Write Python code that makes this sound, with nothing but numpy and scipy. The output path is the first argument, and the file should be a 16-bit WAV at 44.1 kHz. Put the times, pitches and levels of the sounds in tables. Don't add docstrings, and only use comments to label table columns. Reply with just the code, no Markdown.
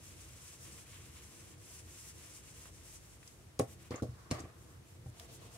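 import sys
import numpy as np
from scipy import signal
from scipy.fft import rfft, irfft, next_fast_len
from scipy.io import wavfile
from scipy.ndimage import map_coordinates

SR = 44100
rng = np.random.default_rng(int(sys.argv[2]) if len(sys.argv) > 2 else 0)


def store_wav(level_fs):
    pcm = np.round(np.clip(np.atleast_2d(level_fs), -1, 1) * 32767)
    wavfile.write(sys.argv[1], SR, pcm.T.astype(np.int16))


def gain_from_db(level_db):
    decades = np.asarray(level_db, float) / 20
    return 10 ** decades


N = 245676


def unit(x):
    return x / np.sqrt(np.mean(x ** 2) + 1e-20)


def along(points, hz):
    f, value = np.transpose(points)
    return np.interp(np.log(hz + 1), np.log(f + 1), value)


def wobble(rate):
    knots = rng.standard_normal(int(N * rate / SR) + 4)
    return map_coordinates(knots, [np.arange(N) * rate / SR])


def filtered(x, response):
    m = next_fast_len(x.shape[-1] + 8192)
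    spectrum = rfft(x, m) * response(np.fft.rfftfreq(m, 1 / SR))
    return irfft(spectrum, m)[..., :x.shape[-1]]


def resonant(peaks):
    def response(f):
        total = 0
        for k, (centre, width, db) in enumerate(peaks):
            damping = 1j * f * width
            total = total + (-1) ** k * gain_from_db(db) * damping / (centre * centre - f * f + damping)
        return total
    return response


def pair(a, b, alike, lead):
    def turn(hz):
        return np.arccos(np.clip(alike(hz), -1, 1)) / 2

    def side(sign):
        shift = lambda hz: np.exp(0.5j * sign * lead(hz))
        common = filtered(a, lambda hz: np.cos(turn(hz)) * shift(hz))
        opposed = filtered(b, lambda hz: np.sin(turn(hz)) * shift(hz))
        return common + sign * opposed

    return np.array([side(1), side(-0.9)])


# f/Hz, left-right likeness
DIFFUSE_LIKENESS = [(60, 1), (130, 0.89), (290, 0.56), (640, 0.44), (1410, -0.057), (3100, -0.2),
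                    (6820, -0.0067), (15000, -0.033)]


def diffuse(hz):
    return along(DIFFUSE_LIKENESS, hz)


# f/Hz, level per Hz/dB
VENTILATION = [(15, -47), (25, -16), (72, 2.5), (125, -3), (230, -12), (520, -19), (900, -33), (1980, -120)]
# f/Hz, level per Hz/dB
HISS_SPECTRUM = [(410, -4), (875, -3.5), (1620, -5), (4490, -11), (6150, -10.5), (9350, -11),
                 (13300, -17.5), (16000, -23)]
# f/Hz, width/Hz, lift/dB
STANDING_WAVES = [(56, 2, 9.5), (90, 16.3, -1), (122.8, 8.4, 0.5), (143.7, 3.9, -3), (311.5, 6.1, 5.5),
                  (347.3, 28, 3.5), (477, 46, 0.5), (665, 33, 6)]


def background():
    def lift(hz):
        return 1 + sum(gain_from_db(db) / (1 + (2 * (hz - f) / width) ** 2) for f, width, db in STANDING_WAVES)

    rumble = filtered(rng.standard_normal((2, N)), lambda hz: gain_from_db(along(VENTILATION, hz)) * lift(hz))
    hiss = filtered(rng.standard_normal((2, N)), lambda hz: gain_from_db(along(HISS_SPECTRUM, hz)))
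    air = gain_from_db(-55.5 + 1.26 * wobble(9)) * unit(rumble) + gain_from_db(-65.0) * unit(hiss)
    return pair(*air, diffuse, lambda hz: 0.00065 * hz * (hz < 900))


USUAL_DB = -62.5


def played(rows, attack, release, overlap, grows):
    t, gains = np.arange(N) / SR, 0
    for start, end, first_db, last_db, tied_db in rows:
        rise, fall = (t - start + overlap) / attack, (end + overlap - t) / release
        edge = np.clip(np.minimum(rise, fall), 0, 1)
        main = edge * gain_from_db(np.interp(t, [start, end], [first_db, last_db]) - USUAL_DB)
        gains = np.maximum(gains, gain_from_db(USUAL_DB) * np.array([main, gain_from_db(tied_db) * main ** grows]))
    return gains


def slips(grain_db, patch_db):
    clumps = gain_from_db(patch_db * wobble(60) + patch_db * wobble(18))
    sizes = gain_from_db(grain_db * rng.exponential(size=(2, N)))
    return clumps * sizes * rng.standard_normal((2, N))


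# start t/s, end t/s, first level/dB, last level/dB, pressure/dB
ARCS = [(0.01, 0.172, -56.5, -63.5, -6.5), (0.141, 0.43, -60.5, -63, -5.5),
        (0.396, 0.569, -55, -61.0, -5.5), (0.579, 0.84, -58, -59.5, -5.5),
        (0.857, 1.047, -58.0, -64.5, -3.5), (0.998, 1.095, -63, -61.5, -1),
        (1.102, 1.213, -60.0, -61.5, -4.5), (1.169, 1.281, -62, -59.5, -5.5),
        (1.258, 1.546, -62.5, -63, -5.0), (1.557, 1.728, -68.5, -58, -6), (1.677, 1.828, -55.0, -61.5, -7),
        (1.839, 2.111, -62, -56.5, -7), (2.133, 2.395, -59.5, -59.5, -6.0), (2.42, 2.545, -60, -66, -4),
        (2.533, 2.693, -58.0, -60.5, -5.5), (2.703, 2.848, -62.5, -67.5, -6.5),
        (2.821, 2.973, -58, -59.5, -8.0), (2.999, 3.169, -61.5, -65.0, -9), (3.173, 3.257, -68, -67, -17),
        (3.228, 3.305, -62, -63, -8.0), (3.262, 3.514, -61, -82, -13)]
PASSING_TOUCHES = [(3.675, 3.755, -55, -64.5, -8.5), (3.785, 3.84, -61.5, -64, -3),
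                   (3.84, 3.885, -60, -66, -0.5), (4.56, 4.66, -67, -69.5, -16),
                   (4.66, 4.78, -64.5, -76, -12), (4.85, 4.97, -68, -72, -9), (5.05, 5.1, -66, -68, -12),
                   (5.13, 5.27, -69, -63, -5.5), (5.275, 5.375, -62, -60.5, -10), (5.39, 5.5, -62, -69, -5),
                   (5.49, 5.62, -63.5, -64, -5.5)]
# f/Hz, width/Hz, level/dB
BRISTLE_MODES = [(6030, 1820, -1), (8340, 950, 2), (9980, 1030, -2)]
# f/Hz, width/Hz, level/dB
PAPER_MODES = [(1025, 230, -0.5), (2600, 1620, 1)]
# f/Hz, width/Hz, level/dB
TIP_MODES = [(12040, 1900, 0)]
# f/Hz, left lead/rad
BRUSH_LEAD = [(0, -26), (1290, 1.2), (3450, 0.84), (6460, 3), (8010, 9), (10400, 8), (14500, 12.5),
              (16100, 4)]
RUB_GROWS, TIPS_GROW = 0.695, 1.13
TIPS_DB, TOUCH_TIPS_DB = -8.5, 4.5


def rubbing():
    bodies = (BRISTLE_MODES, PAPER_MODES, TIP_MODES)
    bristles, sheet, tips = [unit(filtered(slips(2.0, 1.09), resonant(body))) for body in bodies]
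    arcs, rub = played(ARCS, attack=0.091, release=0.057, overlap=0.035, grows=RUB_GROWS)
    light, touch = played(PASSING_TOUCHES, attack=0.073, release=0.033, overlap=0.014, grows=RUB_GROWS)
    tip_speed = (arcs + gain_from_db(TOUCH_TIPS_DB) * light) / gain_from_db(USUAL_DB)
    mix = gain_from_db(3.0) * (arcs + light) * bristles
    mix += gain_from_db(3.5) * (rub + touch) * sheet
    mix += gain_from_db(USUAL_DB + TIPS_DB) * tip_speed ** TIPS_GROW * tips
    spread = pair(*mix, lambda hz: np.full_like(hz, 0.29), lambda hz: along(BRUSH_LEAD, hz))
    return spread * gain_from_db([[0.4], [-0.4]])


def ring(modes, t, attack, lift_db):
    hz, db, t60 = np.transpose(modes)[:, :, None]
    strength, start_phase, place = rng.standard_normal((3, len(modes), 1))
    side = np.array([1, -1])[:, None, None]
    phase = 0.41 * start_phase + side * (0.0001 * hz + 0.00062 * hz * place)
    decay = gain_from_db(db + lift_db(hz) + 2.4 * strength - 60 * t / t60)
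    waves = decay * np.sin(2 * np.pi * hz * t + phase)
    return -waves.sum(1) * (1 - np.exp(-t / attack))


def soft(contact):
    return lambda f: 1 / (1 + 1.5j * (f * contact / 250) - (f * contact / 250) ** 2) ** 2


# t/s, peak level/dB, boom against peak/dB, contact time/ms, favoured mode f/Hz
TABLE_BLOWS = [(2.655, -54, -19, 0.18, 450), (3.5951, -19, -11.5, 0.2, 370), (3.6025, -20, -26, 0.23, 475),
               (3.627, -40, -24, 0.32, 560), (3.9075, -31, -6, 0.37, 364), (3.9158, -31, -20, 0.35, 406),
               (3.942, -33, -28, 0.28, 500), (4.0211, -27, -8, 0.35, 480), (4.030, -26, -22, 0.28, 480),
               (4.050, -39, -6, 0.3, 480), (4.087, -55.5, 15.5, 0.41, 480), (4.303, -45, -11, 0.2, 270),
               (4.3126, -22.5, -13, 0.1, 252), (4.320, -34, -4.5, 0.22, 260), (4.345, -49, -16, 0.14, 300),
               (4.401, -37.5, -10, 0.12, 278), (4.438, -41, -5, 0.36, 332), (4.454, -46, -11, 0.2, 382),
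               (5.0594, -47, 3.5, 0.2, 520)]
# f/Hz, level/dB, t60/s
TOP_MODES = [(245.4, 3, 0.05), (286.3, 2, 0.057), (351, -3, 0.052), (427, 2, 0.036), (476.5, 1.5, 0.04),
             (606.5, -9.5, 0.24), (684, -5.5, 0.11), (775, -7.5, 0.099), (950, -8, 0.012),
             (1095, -5, 0.046), (1410, -25, 0.026), (1750, -31, .045), (2290, -3, 0.059)]
# f/Hz, level/dB, t60/s
FRAME_MODES = [(91.1, 5.5, 0.17), (119.8, -2, 0.15), (184, -3, 0.078)]
FRAME_DB_PER_OCTAVE, FRAME_EVEN_HZ = 16.5, 348
HAND_DAMPS_DB = 898


def knocks():
    out, t = np.zeros((2, N + SR)), np.arange(SR // 3) / SR
    for start, db, boom_db, contact, spot_hz in TABLE_BLOWS:
        top = ring(TOP_MODES, t, 0.0011, lambda hz: 7 * np.exp(-(np.log2(hz / spot_hz) / 0.14) ** 2))
        thud = pair(*rng.standard_normal((2, len(t))), diffuse, np.zeros_like) * gain_from_db(-60 * t / 0.1)
        thud = filtered(thud, lambda f: (1j * f / 220 / (1 + 1j * f / 220)) ** 2)
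        damping = gain_from_db(-HAND_DAMPS_DB * contact * t)
        top = filtered((top + gain_from_db(5.5) * thud) * damping, soft(contact))
        tilt_db = FRAME_DB_PER_OCTAVE * np.log2(spot_hz / FRAME_EVEN_HZ)
        frame = ring(FRAME_MODES, t, 0.0028, lambda hz: tilt_db * (np.exp(-((hz - 124) / 20) ** 2) - 0.5))
        blow = top / np.abs(top).max() + gain_from_db(boom_db + 0.5) * frame
        first = round(start * SR)
        out[:, first:first + len(t)] += gain_from_db(db) * blow
    return out[:, :N]


# t/s, peak level/dB, centre f/Hz, width share of centre, t60/s
PLASTIC_TICKS = [(2.655, -56, 1150, 0.76, 0.055), (3.229, -57.5, 2160, 0.73, 0.024),
                 (3.276, -48.5, 6540, 0.55, 0.028), (3.592, -28.5, 9000, 1.5, 0.0071),
                 (3.5949, -29.5, 8900, 0.6, 0.022), (3.5949, -41.5, 2330, 0.94, 0.051),
                 (3.611, -48.5, 6700, 0.58, .05), (3.907, -49.5, 4800, 0.72, 0.06),
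                 (3.941, -49, 2220, 0.25, 0.028), (3.9587, -44.5, 6730, 0.16, 0.041),
                 (3.997, -53.5, 1380, 0.15, 0.03), (4.023, -50.5, 6560, 1.5, 0.13),
                 (4.3065, -50, 3000, 2.5, 0.043), (4.316, -38.5, 5150, 1.4, 0.043),
                 (4.346, -51, 5000, 1, .04), (4.394, -48, 6000, 0.68, 0.033),
                 (4.403, -43, 7140, 0.26, 0.03), (5.1976, -41.5, 5500, 4.2, 0.016)]
LEFT_DB_PER_OCTAVE, CENTRED_HZ = 1, 3000


def ticks():
    out, t = np.zeros((2, N + SR)), np.arange(SR // 6) / SR
    for start, db, hz, share, t60 in PLASTIC_TICKS:
        body = lambda f: resonant([(hz, 1.5 * hz * share, 0)])(f) ** 2
        burst = filtered(rng.standard_normal((2, len(t))) * gain_from_db(-60 * t / t60), body)
        pan_db = LEFT_DB_PER_OCTAVE * np.log2(hz / CENTRED_HZ)
        pan = gain_from_db([[pan_db / 2], [-pan_db / 2]])
        first = round(start * SR)
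        out[:, first:first + len(t)] += gain_from_db(db + 9) * burst / np.abs(burst).max() * pan
    return out[:, :N]


# f/Hz, t60/s
REVERBERATION = [(150, 0.1), (1000, 0.22), (6000, 0.18), (14000, 0.22)]


def room(x):
    hz, t, z = signal.stft(rng.standard_normal((2, SR // 3)), SR, nperseg=256)
    decay = gain_from_db(-60 * t / along(REVERBERATION, hz)[:, None])
    tail = signal.istft(z * decay, SR, nperseg=256)[1]
    tail = pair(*tail, diffuse, np.zeros_like)
    late = np.pad(x, ((0, 0), (130, 0)))
    return signal.fftconvolve(late, tail / np.linalg.norm(tail[0]), axes=1)[:, :N]


def scrape(spans, body, grit_hz, grain_db, patch_db):
    low, high = played(spans, attack=0.017, release=0.017, overlap=0.0085, grows=0.72)
    shake = unit(filtered(slips(grain_db, patch_db), resonant(body)))
    grit_band = lambda f: resonant([(grit_hz, 1.15 * grit_hz, 0)])(f) ** 2
    grit = unit(filtered(slips(grain_db, patch_db), grit_band))
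    return pair(*(low * shake + high * gain_from_db(-1.0) * grit), diffuse, np.zeros_like)


# start t/s, end t/s, first level/dB, last level/dB, grit against drag/dB
HANDLE_DRAGS = [
    (3.915, 4.01, -45.5, -54, -10),
    (4.322, 4.385, -48, -51, -4),
    (4.375, 4.435, -47, -48, -7.5),
    (4.435, 4.51, -49, -63.5, -18),
]
# f/Hz, width/Hz, level/dB
DAMPED_TABLE = [(300, 130, -1), (480, 220, 1.5), (734, 270, -1), (1150, 104, 3), (1990, 820, -8.5)]


def handle_scrapes():
    return scrape(HANDLE_DRAGS, DAMPED_TABLE, grit_hz=4800, grain_db=2.0, patch_db=2.0)


# start t/s, end t/s, first level/dB, last level/dB, bright part/dB
SLEEVE_SLIDES = [
    (4.06, 4.31, -67.5, -64, -5),
    (4.49, 4.79, -69.5, -69, -21),
]
# f/Hz, width/Hz, level/dB
CLOTH_MODES = [(1090, 260, 5.5), (1760, 1000, -5.5)]


def sleeve_slides():
    return scrape(SLEEVE_SLIDES, CLOTH_MODES, grit_hz=5000, grain_db=0.5, patch_db=-1.5)


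# t/s, peak level/dB, gap t/s
TIP_CHATTER = (4.3121, -24, .000735)


def snap():
    start, db, gap = TIP_CHATTER
    clicks = np.zeros(N)
    places = np.round((start + gap * np.arange(3)) * SR).astype(int)
    clicks[places] = gain_from_db(db + 15.5 + np.array([0, -0.5, -7]))
    click = filtered(clicks, lambda f: resonant([(6000, 6500, 0)])(f) ** 2)
    return np.array([click * gain_from_db(1.5), np.roll(click, -2) * gain_from_db(-1.5)])


# start t/s, end t/s, first level/dB, last level/dB, bright part/dB
PAD_DABS = [
    (5.13, 5.2, -70, -64, -3),
    (5.2, 5.27, -59.5, -65, -4),
    (5.285, 5.41, -63, -73, 2),
    (5.41, 5.475, -63, -60, -3),
    (5.475, 5.6, -64, -66, -3),
]
# f/Hz, width/Hz, level/dB
CASE_MODES = [(463, 26, 3.5), (673, 42, 3), (1120, 420, -8)]


def pad_dabs():
    return scrape(PAD_DABS, CASE_MODES, grit_hz=3530, grain_db=0.0, patch_db=0.5)


def scene():
    hits = knocks() + ticks() + snap()
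    hits = filtered(hits, lambda f: 1 / (1 + (f / 11000) ** 4))
    friction = rubbing() + handle_scrapes() + sleeve_slides() + pad_dabs()
    return background() + friction + hits + gain_from_db(-9.0) * room(hits)


def top_cut(x):
    return signal.sosfilt(signal.butter(12, 16540, fs=SR, output="sos"), x)


def record(dry):
    low_cut = lambda f: (1j * f / 32 / (1 + 1j * f / 32)) ** 4
    mix = filtered(dry, lambda f: low_cut(f) * (f < 15760))
    return top_cut(mix)


dry = scene()
out = record(dry)
store_wav(out)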